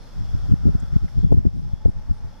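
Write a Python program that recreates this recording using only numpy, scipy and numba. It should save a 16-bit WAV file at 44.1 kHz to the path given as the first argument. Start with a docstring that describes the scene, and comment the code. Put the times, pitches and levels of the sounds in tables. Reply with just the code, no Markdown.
"""Wind over an open field of tall grass. From the start: a deep rumble, a far murmur of air, hissing grass,
a thin rising hum, a faint camera whine and one faint insect chirping with its wings. From 0.2 s eddies
buffet the microphone in short low thumps, pushing its two channels in opposite directions; from 0.5 s the
hardest thud and crack. Handling ticks come at 0.8-1.1 s. The buffets peak near 1.3 s and die away by 2.3 s;
after the hardest, the camera's limiter ducks everything."""
import sys
import numpy as np
from scipy import signal
from scipy.fft import rfft, irfft
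from scipy.io import wavfile
from scipy.ndimage import uniform_filter1d, minimum_filter1d
from numba import njit

SR = 44100
rng = np.random.default_rng(int(sys.argv[2]) if len(sys.argv) > 2 else 0)


def log_audio(samples):
    """Write samples as a 16-bit WAV file to the path given in sys.argv[1]."""
    # one column per channel
    frames = np.atleast_2d(samples).T
    # limit to full scale, then quantise
    limited = np.clip(frames, -1, 1)
    pcm = np.round(limited * 32767).astype(np.int16)
    wavfile.write(sys.argv[1], SR, pcm)


N = 105840
T = np.arange(N) / SR
SIDES = np.array([[1], [-1]])  # left, right


def from_db(db):
    """Decibels to gain."""
    return 10 ** (np.asarray(db) / 20)


def rms_one(x):
    """Scale to unit rms."""
    return x / np.sqrt(np.mean(x ** 2) + 1e-20)


def level(rows):
    """Gain over time from rows of (time [s], level [dB])."""
    return from_db(np.interp(T, *np.transpose(rows)))


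def at_hz(points, hz):
    """Interpolate rows of (frequency [Hz], value) on a log-frequency axis."""
    f, value = np.transpose(points)
    return np.interp(np.log(hz + 1), np.log(f), value)


def smooth(x, seconds):
    """Bell-shaped moving average."""
    for _ in range(3):
        x = uniform_filter1d(x, max(int(seconds * SR), 1))
    return x


def band_noise(hz, width_hz):
    """Stereo noise in one resonance; rms 1."""
    edges_hz = np.clip([hz - width_hz / 2, hz + width_hz / 2], 20, 20000)
    band = signal.butter(2, edges_hz, "band", fs=SR, output="sos")
    return rms_one(signal.sosfilt(band, rng.standard_normal((2, N))))


def wide_noise(spectrum, correlation, pan_db):
    """Stereo noise of given spectrum and left-right correlation; positive pan is left; rms 1."""
    hz = np.arange(N // 2 + 1) * SR / N
    mid, side = rfft(rng.standard_normal((2, N))) * from_db(at_hz(spectrum, hz))
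    alike = np.clip(at_hz(correlation, hz), -1, 1)
    stereo = irfft(np.sqrt(1 + alike) * mid + SIDES * np.sqrt(1 - alike) * side, N)
    return rms_one(stereo * from_db(SIDES * pan_db))


def flutter(seconds, depth_db):
    """Randomly wavering gain."""
    drift = smooth(rng.standard_normal(2 * N), seconds)[N // 2:N // 2 + N]
    return from_db(depth_db * rms_one(drift))


@njit
def moving_lowpass(x, step, order):
    """Chain of one-pole low-passes with a moving corner."""
    out, state = np.empty(len(x)), np.zeros(order)
    for i in range(len(x)):
        v = x[i]
        for k in range(order):
            state[k] += step[i] * (v - state[k])
            v = state[k]
        out[i] = v
    return out


def deep_rumble(drone_hz=30.2):
    """Low noise and a far drone at the bottom of hearing."""
    # rumble spectrum: (frequency [Hz], relative density [dB])
    spectrum = [(12, -18.5), (22, 7), (30, -8), (38, -8.5), (60, -11.5), (90, -13.5), (200, -26),
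                (600, -71.5)]
    # drone envelope: (time [s], level [dB])
    drone_level = [(0, -44), (.35, -38), (1.2, -48), (2.4, -50)]
    rumble = from_db(-43) * wide_noise(spectrum, [(30, 0.43)], pan_db=-4.0)
    drone = np.sqrt(2) * np.sin(2 * np.pi * drone_hz * T)
    return rumble + level(drone_level) * flutter(0.037, depth_db=0.5) * drone


def far_air():
    """Distant murmur of moving air."""
    # murmur spectrum: (frequency [Hz], relative density [dB])
    spectrum = [(40, 0.5), (120, 1.5), (220, 0.5), (370, -9.5), (520, -6.5), (640, -7.5), (850, -8.5),
                (1030, -12), (1400, -16), (2000, -19), (2700, -29), (5000, -72), (15000, -48)]
    # murmur envelope: (time [s], level [dB])
    air_level = [(0, -48.5), (.5, -48.5), (.7, -48), (.98, -52), (1.2, -50), (1.55, -52), (2.0, -51.5),
                 (2.4, -50.5)]
    gain = level(air_level) * flutter(0.038, depth_db=0.5)
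    return gain * wide_noise(spectrum, [(1000, 0.28)], pan_db=0.9)


def rustle():
    """Soft midrange noise that swells and passes."""
    # rustle spectrum: (frequency [Hz], relative density [dB])
    spectrum = [(700, -22), (1100, 3), (1400, 11), (1750, -2.5), (2600, -27.5)]
    # rustle envelope: (time [s], level [dB])
    rustle_level = [(0, -65.5), (.5, -58.5), (.95, -58.5), (1.25, -73), (2.4, -65.5)]
    return level(rustle_level) * wide_noise(spectrum, [(1000, 0.67)], pan_db=3.0)


def grass():
    """Grass hissing in the wind, slightly right, with two narrow ringing bands."""
    # hiss spectrum: (frequency [Hz], relative density [dB])
    spectrum = [(800, -16), (2000, -8.5), (3000, -4), (3400, -2.5), (3750, 0.5), (4200, -3), (4750, -2.5),
                (5000, 0), (5300, 3.5), (5850, -2), (6500, -10), (7500, -10), (8300, -14), (10500, -16.5),
                (14000, -17), (15200, -56)]
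    # stereo likeness of the hiss: (frequency [Hz], left-right correlation [-1..1])
    correlation = [(2000, -0.6), (3400, 0.49), (5500, 0.31), (8000, -0.23), (14000, 0.44)]
    # envelopes of hiss, upper band and lower band: (time [s], level [dB])
    hiss_level = [(0, -58.5), (.45, -57), (.65, -58), (.9, -59.5), (1.28, -59.5), (1.45, -61.5),
                  (1.65, -60), (1.85, -63.5), (2.15, -62.5), (2.4, -62.5)]
    high_ring_level = [(0, -64), (.2, -72), (.4, -84), (1.1, -78), (1.22, -65), (1.32, -85), (2.4, -80)]
    low_ring_level = [(0, -72), (.45, -66.5), (.56, -73), (.73, -78), (.82, -65.5), (1.05, -78),
                      (1.26, -63), (1.45, -85), (1.75, -67.5), (2.05, -89), (2.4, -69)]
    gain = level(hiss_level) * flutter(0.0067, depth_db=.5)
    hiss = gain * wide_noise(spectrum, correlation, pan_db=-1.1)
    high_ring = level(high_ring_level) * band_noise(hz=4190, width_hz=240)
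    band = band_noise(hz=3380, width_hz=174)
    low_ring = level(low_ring_level) * rms_one(band + .5 * band[::-1])  # channels partly mixed
    left, right = hiss + high_ring + low_ring
    return np.array([np.roll(left, 1), right])  # left lags one sample


def far_hum(width_hz=58):
    """Wavering far tone that creeps up in pitch, perhaps tyres on a road."""
    # hum track: (time [s], pitch [Hz], level [dB])
    track = [(0, 776, -71.5), (.7, 805.6, -63.5), (1.249, 820.6, -66.5), (1.7, 860.7, -64.5),
             (2.1, 856, -62.5), (2.4, 865, -62)]
    s, hz, db = np.transpose(track)
    in_phase, quadrature = rms_one(smooth(rng.standard_normal((2, N)), .5 / width_hz))
    phase = 2 * np.pi * np.cumsum(np.interp(T, s, hz)) / SR
    return from_db(np.interp(T, s, db)) * (in_phase * np.cos(phase) + quadrature * np.sin(phase))


def motor_whine(motor_hz=354.5):
    """Steady upper harmonics of the camera motor."""
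    # motor harmonics: (multiple [-], rms level [dB])
    harmonics = [(5, -79), (6, -83), (7, -87.5), (8, -85.5)]
    return sum(from_db(db) * np.sqrt(2) * np.sin(2 * np.pi * (k * motor_hz * T + rng.random()))
               for k, db in harmonics)


def insect(strokes=7, stroke_rate_hz=108, stroke_half_s=0.0033, sag_hz_per_s=50000, pan_db=3.5):
    """Each chirp is a run of wing strokes, each a near-pure tone that sags in pitch."""
    # chirps: (centre time [s], nominal level [dB], pitch [Hz])
    chirps = [(.048, -80, 9500), (.85, -85, 9000), (1.065, -80, 9200), (1.33, -79, 9000),
              (1.587, -76.5, 8950), (1.881, -77, 8950), (2.165, -78, 8900), (2.386, -83, 9100)]
    out = np.zeros(N)
    for s, db, hz in chirps:
        for k in np.arange(strokes) - (strokes - 1) / 2:
            t = T - s - k / stroke_rate_hz
            near = np.abs(t) < 1 / stroke_rate_hz
            t = t[near]
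            turns = (hz + rng.normal(0, 110)) * t - sag_hz_per_s * t ** 2 / 2 + rng.random()
            envelope = 2 * from_db(db + rng.normal(0, 1.3)) * np.exp(-np.square(t / stroke_half_s))
            out[near] += envelope * np.sin(2 * np.pi * turns)
    return out * from_db(SIDES * pan_db)


def turbulence(corner_hz, port_low_hz=43.2, port_high_hz=1070, even_s=.018):
    """Lumpy pressure of even strength at the microphone port, falling steeply above a moving corner."""
    highpass = signal.butter(2, port_low_hz, "high", fs=SR, output="sos")
    lowpass = signal.butter(6, port_high_hz, fs=SR, output="sos")
    noise = signal.sosfilt(lowpass, signal.sosfilt(highpass, rng.standard_normal(N)))
    step = 1 - np.exp(-2 * np.pi * corner_hz / SR)
    lumps = moving_lowpass(noise / np.sqrt(corner_hz), step, order=5)
    local_power = smooth(np.abs(signal.hilbert(lumps)) ** 2, even_s) / 2
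    return lumps / np.sqrt(local_power)


def wind_on_microphone(flow_corner_hz=131.6, pan_db=1.0, common_db=-16.5):
    """Each eddy swells and brightens the turbulence; the channels swing against each other."""
    # steadier flow between eddies: (time [s], level [dB])
    flow = [(0, -40.5), (.13, -46.5), (.17, -26.5), (.6, -25), (1.0, -29), (1.1, -36.5), (1.25, -19),
            (1.55, -28), (1.8, -36), (2.28, -35), (2.4, -53)]
    # eddies hitting the microphone: (time [s], level [dB], half length [s], corner [Hz])
    buffets = [(0.206, -23.5, 0.024, 225), (0.35, -16, 0.015, 202), (0.44, -18, 0.0065, 157),
               (0.497, -15.5, 0.01, 172), (0.524, -8.5, 0.0089, 225), (.539, -7.5, 0.005, 235),
               (0.659, -11.5, 0.0042, 333), (0.675, -8.5, 0.025, 250.4), (0.752, -11, 0.008, 276),
               (0.833, -20.5, 0.0093, 268), (0.936, -14.5, 0.0085, 180), (0.968, -13.5, 0.0065, 263),
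               (1.04, -13.5, 0.013, 185), (1.186, -12, 0.018, 194), (1.24, -16.5, 0.01, 373),
               (1.262, -11.5, 0.012, 259), (1.312, -8, 0.0096, 252), (1.324, -5, 0.0055, 680),
               (1.345, 1.5, 0.0035, 224), (1.381, -11.5, 0.018, 295), (1.454, -12, 0.0025, 503),
               (1.47, -6, 0.01, 245), (1.575, -21, 0.035, 259), (1.654, -24, 0.05, 194),
               (1.737, -14, 0.0055, 171), (1.859, -5.5, 0.0024, 410), (1.882, -11, 0.007, 230),
               (1.895, -17.5, 0.0058, 288), (1.975, -23.5, 0.021, 147), (2.11, -18.5, 0.018, 184),
               (2.251, -24.5, 0.019, 164)]
    power = level(flow) ** 2
    weighted_corner = power * flow_corner_hz
    for s, db, half_s, hz in buffets:
        offset = np.clip((T - s) / half_s, -20, 20)
        eddy_power = (from_db(db) / np.cosh(offset * np.sqrt(2))) ** 2
        power += eddy_power
        weighted_corner += eddy_power * hz
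    corner_hz = weighted_corner / power
    opposed = (np.sqrt(power) * turbulence(corner_hz) + thuds()) * SIDES * from_db(SIDES * pan_db)
    common = np.sqrt(power) * from_db(common_db) * turbulence(corner_hz)
    return opposed + common


def cracks(half_s=0.0015):
    """The microphone cracks briefly as a hard buffet crests."""
    # cracks: (time [s], level [dB])
    crests = [(0.5223, -33), (1.326, -34.5), (1.3311, -38.5), (1.383, -41.5)]
    # crack spectrum: (frequency [Hz], relative density [dB])
    spectrum = [(300, -29), (1000, 7), (2200, -7), (4000, -12), (10000, -16), (15000, -22)]
    bursts = sum(from_db(db) * np.exp(-np.square((T - s) / half_s)) for s, db in crests)
    return bursts * wide_noise(spectrum, [(1000, -0.86)], pan_db=1.0)


def thuds():
    """An eddy's core sucks at the microphone, with a softer push before and after."""
    # low-pressure cores: (time [s], peak [dB], half length [s])
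    cores = [(0.523, -2, 0.0038), (0.964, -1.5, 0.0031), (1.248, -0.5, 0.0025), (1.325, -0.5, 0.0037),
             (1.38, -2, 0.0041), (1.861, -3.5, 0.0057), (2.112, -7, 0.0062)]
    out = np.zeros(N)
    for s, db, half_s in cores:
        offset_squared = np.square((T - s) / half_s)
        out += from_db(db) * (2 * offset_squared - 1) * np.exp(-offset_squared)
    return out


def handling_ticks():
    """Handling the camera excites brief, decaying resonances."""
    # ticks: (time [s], level [dB], centre [Hz], width [Hz], decay [s])
    ticks = [(0.8, -50.5, 7100, 2300, 0.005), (0.936, -53, 1970, 410, 0.012),
             (0.963, -44.5, 1300, 870, 0.0036), (1.08, -46, 1840, 492, 0.0052)]
    out = np.zeros((2, N))
    for s, db, hz, width_hz, decay_s in ticks:
        envelope = from_db(db) * (T > s) * np.exp(-np.abs(T - s) / decay_s)
        out += envelope * band_noise(hz, width_hz)
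    return out


def scene():
    """Wind on the microphone, the field behind it, and the camera's own noises."""
    wind = wind_on_microphone() + cracks()
    field = deep_rumble() + far_air() + rustle() + grass() + far_hum() + insect()
    camera = handling_ticks() + motor_whine()
    return wind + field + camera


def record(dry):
    """The recorder's notch filters, a slowly recovering look-ahead limiter, and a steep top cut."""
    # notch filters against motor noise, two narrow dips in the hiss: (frequency [Hz], Q [-])
    notches = [(3920, 13.3), (7880, 45)]
    ceiling, window_s, release_db_per_s = .96, .012, 8.5
    cutoff_hz = 15600
    for hz, q in notches:
        dry = signal.lfilter(*signal.iirnotch(hz, q, fs=SR), dry)
    crest = -minimum_filter1d(-np.abs(dry).max(axis=0), int(window_s * SR))  # running maximum
    over_db = 20 * np.log10(np.maximum(crest / ceiling, 1))
    held_db = np.maximum.accumulate(over_db + release_db_per_s * T) - release_db_per_s * T
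    limited = dry * from_db(-smooth(held_db, window_s / 3))
    return signal.sosfilt(signal.ellip(10, .05, 70, cutoff_hz, fs=SR, output="sos"), limited)


dry = scene()
out = record(dry)
log_audio(out)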